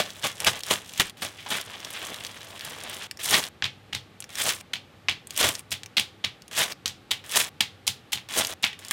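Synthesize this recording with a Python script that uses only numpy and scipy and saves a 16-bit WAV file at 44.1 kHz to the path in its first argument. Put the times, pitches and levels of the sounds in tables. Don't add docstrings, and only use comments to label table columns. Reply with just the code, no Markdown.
import sys
import numpy as np
from scipy import signal
from scipy.fft import rfft, irfft
from scipy.io import wavfile
from scipy.ndimage import uniform_filter1d

SR = 44100
rng = np.random.default_rng(int(sys.argv[2]) if len(sys.argv) > 2 else 0)


def digitize_waveform(pressure):
    field = np.atleast_2d(pressure).T
    bounded = np.clip(field, -1, 1)
    quanta = np.round(bounded * 32767).astype(np.int16)
    wavfile.write(sys.argv[1], SR, quanta)


N = 393372
TIME = np.arange(N) / SR

# start_s, end_s, level_db
RUSTLES = [(0, .612, -49), (0.626, 1.109, -51), (1.168, 3.071, -53), (3.19, 3.488, -40),
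           (4.291, 4.614, -48), (5.297, 5.611, -50.5), (6.512, 6.734, -41), (7.24, 7.492, -46),
           (8.287, 8.539, -38.5), (8.79, 8.93, -49)]
# full_force_s, hold_s, level_db, treble_db, hollow_db
TUGS = [(0, 0.079, -44, -8, -10), (0.229, 0.076, -41.5, -10, -10), (0.415, 0.16, -39, -9, -5.5),
        (0.674, 0.086, -38.5, -3, -9), (0.972, 0.095, -40, -8.5, -13), (1.206, 0.024, -51, -3, -11),
        (1.511, 0.063, -30.5, -7.5, -6), (1.666, .16, -46, -23, -5.5), (3.251, 0.079, -35, 2, -11),
        (3.317, 0.059, -27.5, 0.5, -7), (4.388, 0.041, -34.5, 2.5, -10), (4.458, .04, -27.5, -0.5, -6),
        (5.393, 0.093, -27, -1.5, -7), (6.586, 0.027, -24.5, -4, -8.5), (7.323, 0.036, -36, 2, -17),
        (7.362, 0.059, -27, -1.5, -8), (8.373, .03, -27.5, -0.5, -6)]
# time_s, level_db, treble_db, hollow_db
PEEL_CURVE = [(1.87, -45, -7, 1.5), (1.892, -49.5, -7, -1), (1.936, -38, -5.5, -10), (2.106, -41.5, -9, -4),
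              (2.414, -48.5, -9.5, -4.5), (2.448, -52, -9, 0), (2.644, -41.5, -5, -7),
              (2.704, -43, -7, -4.5), (2.876, -41.5, -20, -5), (2.932, -40, -7, -9.5),
              (3.07, -43, -10, -7.5)]
# peak_s, level_db, rise_s, decay_s, treble_db, thump_db
FILM_SNAPS = [(.002, -17.5, 0.0049, 0.012, -13, -52), (0.24, -22, 0.0034, 0.025, -5.5, -42),
              (0.468, -15.5, 0.0034, 0.017, -5.5, -30), (.712, -20, 0.0069, 0.025, -6, -41),
              (0.999, -12.5, 0.00099, 0.01, -4.5, -39), (1.222, -28.5, 0.0021, 0.034, -5.5, -45),
              (3.338, -20.5, 0.0058, 0.015, -6, -56.5), (5.448, -13.5, 0.0083, 0.0086, -4, -31),
              (7.37, -23.5, .004, .008, 7.5, -55), (8.386, -23, 0.0069, 0.0086, -5, -37)]
# start_s, level_db, pitch_hz
SHARP_TICKS = [(0.1044, -30, 3570), (0.4032, -20, 4960), (0.4466, -15.5, 4800), (0.6068, -29, 4100),
               (0.635, -23.5, 4400), (0.894, -34, 5600), (0.9366, -31, 5100), (0.9784, -27, 8000),
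               (1.097, -30.5, 4900), (1.6137, -26.5, 5700), (1.8482, -25.5, 3420), (2.1438, -26.5, 3200),
               (2.2487, -25, 3380), (2.2665, -29, 5500), (2.6095, -28, 3600), (2.6495, -27.5, 5900),
               (3.1121, -24.5, 3600), (3.1725, -35.5, 4900), (3.2357, -26, 5200), (3.2574, -29, 7400),
               (3.309, -16, 7000), (3.4393, -21.5, 3560), (4.204, -27.5, 7600), (4.224, -32, 3300),
               (4.2421, -33, 3300), (4.355, -25, 5300), (4.419, -21, 5900), (4.4914, -18, 5220),
               (5.2716, -32.5, 8500), (5.3072, -26.5, 6000), (5.3638, -25, 6500), (5.3765, -15.5, 7740),
               (5.4293, -14.5, 3200), (5.4894, -15.5, 6100), (5.553, -23, 5600), (5.5935, -29, 6740),
               (5.8339, -29, 3470), (5.8607, -32, 3650), (6.421, -39.5, 5000), (6.4807, -38.5, 7000),
               (6.5827, -21, 4000), (6.638, -19, 3300), (6.7221, -25.5, 3480), (7.3586, -13, 5400),
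               (8.288, -38, 3200), (8.4488, -17.5, 3000), (8.4706, -22, 6900), (8.8493, -32, 4700),
               (8.8838, -30.5, 6700)]
# frequency_hz, level_db
FILM_SPECTRUM = [(29, -48.5), (50, -1.5), (111, -3.5), (306, -7), (711, -3), (783, -3.5), (863, -3.5),
                 (1360, -5), (1700, -3), (2490, -3.5), (3410, 0), (4450, -8), (8340, -9), (12900, -13.5),
                 (16000, -19.5)]
# start_s, level_db, scrape_s, pitch_hz,
# treble_db, drop_delay_s, drop_db, drop_pitch_hz, drop_treble_db, first_bounce_db, thump_db
FRAME_LANDINGS = [(3.6233, -17, .0024, 2550, -45, 0.019, -14.5, 3340, -20, -21, -33.5),
                  (3.931, -24.5, 0.004, 3200, -14, .0185, -19, 4150, -9.5, -31, -35),
                  (4.734, -23, 0.0025, 2900, -16, 0.0029, -17.5, 3740, -13, -26.5, -49),
                  (5.085, -15, 0.0057, 2630, -33, 0.011, -17.5, 3300, -11, -22, -39),
                  (5.7169, -26, 0.014, 3850, -5, 0.0099, -21, 3400, 1, -28, -40),
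                  (5.981, -14, 0.0034, 3520, -14, 0.016, -12.5, 3960, -5, -38, -41),
                  (6.244, -17.5, 0.0023, 2600, -25, 0.0034, -15, 3670, -14, -39, -37.5),
                  (6.8582, -18.5, 0.0041, 4380, -9.5, 0.021, -21.5, 5500, -5, -34, -41),
                  (7.1121, -18, 0.0054, 3350, -5, 0.0047, -14, 3240, -7.5, -26, -43),
                  (7.607, -11, 0.003, 3420, -8.5, .003, -13.5, 4050, -12.5, -35, -41),
                  (7.8774, -13.5, 0.0037, 4100, -2.5, 0.0085, -32, 3950, 5, -37, -35.5),
                  (8.1305, -19, 0.0065, 3433, -1.5, 0.026, -27, 3950, -9, -26, -39.5),
                  (8.6404, -11.5, 0.0034, 2680, -35, 0.007, -17.5, 2906, -2, -22, -43),
                  (8.91, -16, 0.0029, 1850, 0, .006, -24, 2220, -4, -35, -55)]
# start_s, level_db, scrape_s, pitch_hz, treble_db
FRAME_SLIDES = [(1.385, -45.5, 0.07, 2655, -27), (1.462, -35, 0.015, 890, -31),
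                (3.9275, -30, 0.0016, 2630, -23), (5.707, -40, .0094, 4520, 10),
                (5.9685, -18, 0.013, 3550, -12), (6.2405, -25, .002, 3120, -26),
                (7.1085, -26, 0.0033, 3800, -8), (7.6053, -22, .0017, 3500, -24),
                (7.868, -26.5, .009, 4800, 1.5), (8.1207, -31, 0.017, 3770, -0.5),
                (8.626, -35.5, 0.013, 2820, 7), (8.632, -23, 0.0076, 3660, -14),
                (8.73, -34, 0.0034, 2750, -17)]
# frequency_hz, level_db
FRAME_SPECTRUM = [(60, -24.5), (200, -5.5), (500, -13), (830, -5), (1350, -7), (2100, -3.5), (3400, -1.5),
                  (4400, -5.5), (5500, -7), (7000, -7.5), (11000, -18), (16000, -26)]
# pitch_hz, ring_s, level_db
RIB_TONES = [(854, 0.15, 11), (2070, .07, 9), (2310, .08, 10), (2880, 0.071, -17), (3450, .14, -10.5),
             (3880, .06, -29)]
# frequency_hz, ring_s
ROOM_DECAY = [(150, 0.39), (800, 0.32), (3200, 0.16), (7000, 0.23), (14000, 0.067)]
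# frequency_hz, level_db
HUM_SPECTRUM = [(15, -50), (25, -31), (64, -10.5), (108, -3.5), (463, -10), (545, -11), (695, -16.5),
                (796, -10), (988, -21), (1100, -14), (1290, -16.5), (3520, -20.5), (5880, -32),
                (14800, -40.5), (16000, -67)]

TOP_HZ = 16000


def bag(merge_db=-28):
    gain = hand_force()
    rasp = film_bands(tiny_ticks(per_s=2500, spread_db=2.5, q=1.05)) * jerks(per_s=260, depth_db=2.5)
    rasp *= np.array([jerks(per_s=45, depth_db=3) for _ in rasp])
    crackle = film_bands(tiny_ticks(per_s=150, spread_db=5, q=1.64))
    lone_share = np.array([[.2], [.5], [.65]]) / (1 + (gain[1] / amp(merge_db)) ** 2)
    return np.sum(gain * (np.sqrt(1 - lone_share) * rasp + np.sqrt(lone_share) * crackle), axis=0)


def hand_force(dulling_db_per_s=39, dulling_span_s=0.0623):
    times, *columns = np.transpose(PEEL_CURVE)
    db, treble_db, hollow_db = (np.interp(TIME, times, column) for column in columns)
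    peeling = swell(times[0], times[-1] - times[0], rise_s=.03, fall_s=.03)
    power = (amp(np.array([db + hollow_db, db, db + treble_db]) - 0.5) * peeling) ** 2
    for start, end, db in RUSTLES:
        power += amp([[db - 10], [db - 0.5], [db - 4]]) ** 2 * ((TIME >= start) & (TIME < end))
    for start, hold, db, treble_db, hollow_db in TUGS:
        tug = swell(start, hold, rise_s=0.015, fall_s=0.027) ** 2
        dulling_db = dulling_db_per_s * np.clip(TIME - start - hold / 2, -dulling_span_s, dulling_span_s)
        power[0] += tug * amp(db + hollow_db) ** 2
        power[1] += tug * amp(db) ** 2
        power[2] += tug * amp(db + treble_db - dulling_db) ** 2
    for peak, db, rise, decay, treble_db, _ in FILM_SNAPS:
        power += amp([[db - 6.5], [db + 0.5], [db + treble_db]]) ** 2 * swell(peak, 0, rise, decay) ** 2
    return np.sqrt(power)


def tiny_ticks(per_s, spread_db, q):
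    out = np.zeros(N)
    for hz in np.geomspace(200, TOP_HZ, 9):
        when, size, direction = rng.random((int(per_s * N / SR), 3)).T
        strength = amp(spread_db * np.minimum(-np.log(1 - size), 3))
        pushes = np.bincount((when * N).astype(int), strength * np.sign(direction - .5), N)
        out += resonate(pushes, hz, q)
    return unit(out)


def jerks(per_s, depth_db):
    hold = int(SR / per_s)
    steps = np.repeat(rng.standard_normal(N // hold + 1), hold)[:N]
    return unit(amp(depth_db * uniform_filter1d(np.clip(steps, -2, 2), hold // 2 + 1)))


def film_bands(ticks):
    body, bright = split(colour(ticks, FILM_SPECTRUM), 5280)
    hollow, middle = split(body, 1275)
    return np.array([unit(hollow), unit(middle), unit(bright)])


def edit_cuts(fade_s=0.0021):
    audible = sum((TIME >= start) & (TIME < end) for start, end, _ in RUSTLES)
    return uniform_filter1d(audible.astype(float), int(fade_s * SR))


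def sharp_ticks(shiver_s=0.00055, body_hz=3200, body_db=-4):
    out, t = np.zeros(N), TIME[:SR // 100]
    for start, db, hz in list(SHARP_TICKS) + stray_creases():
        push = 0.33 * rng.standard_normal(len(t)) * np.exp(-t / shiver_s)
        push[0] += 1
        tick = resonate(push, hz, q=1.16) + amp(body_db) * resonate(push, body_hz, q=5)
        add(out, start, amp(db) * unit(tick) / np.sqrt(10))
    return out


def stray_creases(per_s=20, above_rustle_db=6.5, spread_db=3.5, max_db=-22, hz=5400, octaves=0.56):
    force, audible = hand_force()[1], edit_cuts() > .5
    count = int(per_s * N / SR)
    moments = rng.integers(0, N, count)
    scatter = np.clip(rng.standard_normal((count, 2)), -2, 2)
    rows = []
    for i, (size, pitch) in zip(moments, scatter):
        if audible[i]:
            db = 20 * np.log10(force[i]) + above_rustle_db + spread_db * size
            rows.append((i / SR, min(db, max_db), hz * 2 ** (octaves * pitch)))
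    return rows


def frames(q=1.75, treble_boost_db=16, buzz_db=-16, buzz_s=0.017, ribs_db=-61):
    out, t = np.zeros(N), TIME[:SR // 5]
    crack = 4.4 * (t == 0)
    buzz = amp(buzz_db) * np.exp(-t / buzz_s)
    wash = (1 - np.exp(-t / 0.0009)) * fade(t, ring_s=np.array([[.255], [.21]])) * amp([[-22], [-25]])
    for start, db, scrape_s, hz, treble_db in frame_touches():
        noise = rng.standard_normal(len(t))
        scrape = np.exp(-(t / scrape_s) ** 2)
        tail = np.hypot(buzz, wash) * np.sqrt(scrape_s / 0.00084)
        low, high = (colour(crack + noise * shape, FRAME_SPECTRUM) for shape in np.hypot(scrape, tail))
        mids = split(0.39 * low + resonate(low, hz, q), 6230)[0]
        treble = split(0.39 * high + resonate(high, hz, q), 8300)[1]
        clack = mids + amp(treble_db + treble_boost_db) * treble
        add(out, start, amp(db) * unit(clack) * np.sqrt(scrape_s / t[-1]))
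    ribs = sum(amp(db) * ring(hz, ring_s) for hz, ring_s, db in RIB_TONES)
    return out + amp(ribs_db) * signal.fftconvolve(out, ribs)[:N]


def frame_touches(scrape_s=0.0016, graze_s=.0035, bounce_s=.015, light_hz=3200, light_treble_db=-17):
    rows = list(FRAME_SLIDES)
    for landing in FRAME_LANDINGS:
        edge = landing[:5]
        delay_s, drop_db, drop_hz, drop_treble_db, bounce_db = landing[5:10]
        start = edge[0] + delay_s
        rows += [edge, (start, drop_db, scrape_s, drop_hz, drop_treble_db)]
        if delay_s > .008:
            rows.append((start - graze_s, drop_db - 12.5, graze_s, light_hz, light_treble_db))
        for k, (late, pitch) in enumerate(rng.standard_normal((3, 2))):
            start += bounce_s * 0.59 ** k * (1 + 0.17 * late)
            hz = light_hz * 2 ** (0.15 * pitch)
            rows.append((start, bounce_db - 6 * k, scrape_s, hz, light_treble_db))
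    return rows


def table_thumps(landing_boost_db=2.5, snap_boost_db=2):
    out = np.zeros(N)
    tones = ring(93, 0.16) + amp(-4) * ring(128.3, 0.235) + amp(-2) * ring(191, 0.11)
    thump = tones * (1 - np.exp(-TIME[:len(tones)] / .009))
    for start, _, _, _, _, drop_delay_s, *_, db in FRAME_LANDINGS:
        add(out, start + drop_delay_s / 2, amp(db + landing_boost_db) * thump)
    for start, *_, db in FILM_SNAPS:
        add(out, start, amp(db + snap_boost_db) * thump)
    return out


def room(sound, tail_db, table_db):
    t = TIME[:SR // 2]
    rest, tail = rng.standard_normal(len(t)), 0
    for hz in np.geomspace(150, TOP_HZ, 8):
        band, rest = split(rest, hz)
        tail += band * fade(t, along(ROOM_DECAY, hz / np.sqrt(2)))
    tail *= 1 - np.exp(-(t / 0.0047) ** 2)
    scatter = rng.standard_normal(len(t)) * (t > .001) * np.exp(-t / 0.004)
    echo = (amp(tail_db) * unit(tail) + amp(table_db) * unit(scatter)) / np.sqrt(len(t))
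    return sound + signal.fftconvolve(sound, echo)[:N]


def ventilation(air_db=-53.5, drone_db=-60.5):
    air = unit(colour(rng.standard_normal(N), HUM_SPECTRUM))
    drone = unit(resonate(rng.standard_normal(N), hz=98, q=14))
    return amp(air_db) * air + amp(drone_db) * drone


def amp(db):
    return 10 ** (np.asarray(db) / 20)


def unit(x):
    return x / np.sqrt(np.mean(x ** 2))


def add(track, start_s, sound):
    i = int(np.clip(start_s * SR, 0, N - 1))
    track[i:i + len(sound)] += sound[:N - i]


def along(points, hz):
    frequencies, values = np.transpose(points)
    return np.interp(np.log(np.maximum(hz, 1)), np.log(frequencies), values)


def colour(x, spectrum, size=4096):
    gains = amp(along(spectrum, np.arange(size // 2 + 1) * SR / size))
    cepstrum = irfft(np.log(gains))
    cepstrum[1:size // 2] *= 2
    cepstrum[size // 2 + 1:] = 0
    return signal.fftconvolve(x, irfft(np.exp(rfft(cepstrum))))[:len(x)]


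def resonate(x, hz, q):
    angle = 2 * np.pi * min(hz, TOP_HZ) / SR
    width = np.sin(angle) / (2 * q)
    return signal.lfilter([width, 0, -width], [1 + width, -2 * np.cos(angle), 1 - width], x)


def split(x, hz):
    filters = [signal.butter(2, hz, kind, fs=SR, output="sos") for kind in ("low", "high")]
    return [signal.sosfilt(np.vstack([sos, sos]), x) for sos in filters]


def fade(t, ring_s):
    return np.exp(-np.log(1000) * t / ring_s)


def ring(hz, ring_s):
    t = TIME[:SR // 2]
    return np.sin(2 * np.pi * hz * t) * fade(t, ring_s)


def swell(peak_s, hold_s, rise_s, fall_s):
    return np.exp(-np.clip(np.maximum((peak_s - TIME) / rise_s, (TIME - peak_s - hold_s) / fall_s), 0, 20))


def scene():
    rustle = edit_cuts() * room(bag(), tail_db=-16, table_db=-16.5)
    ticks = room(sharp_ticks(), tail_db=-20, table_db=-5)
    return (rustle + ticks + frames() + table_thumps() + ventilation())[None]


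def record(dry):
    return signal.sosfilt(signal.ellip(10, .2, 70, TOP_HZ, fs=SR, output="sos"), dry)


dry = scene()
out = record(dry)
digitize_waveform(out)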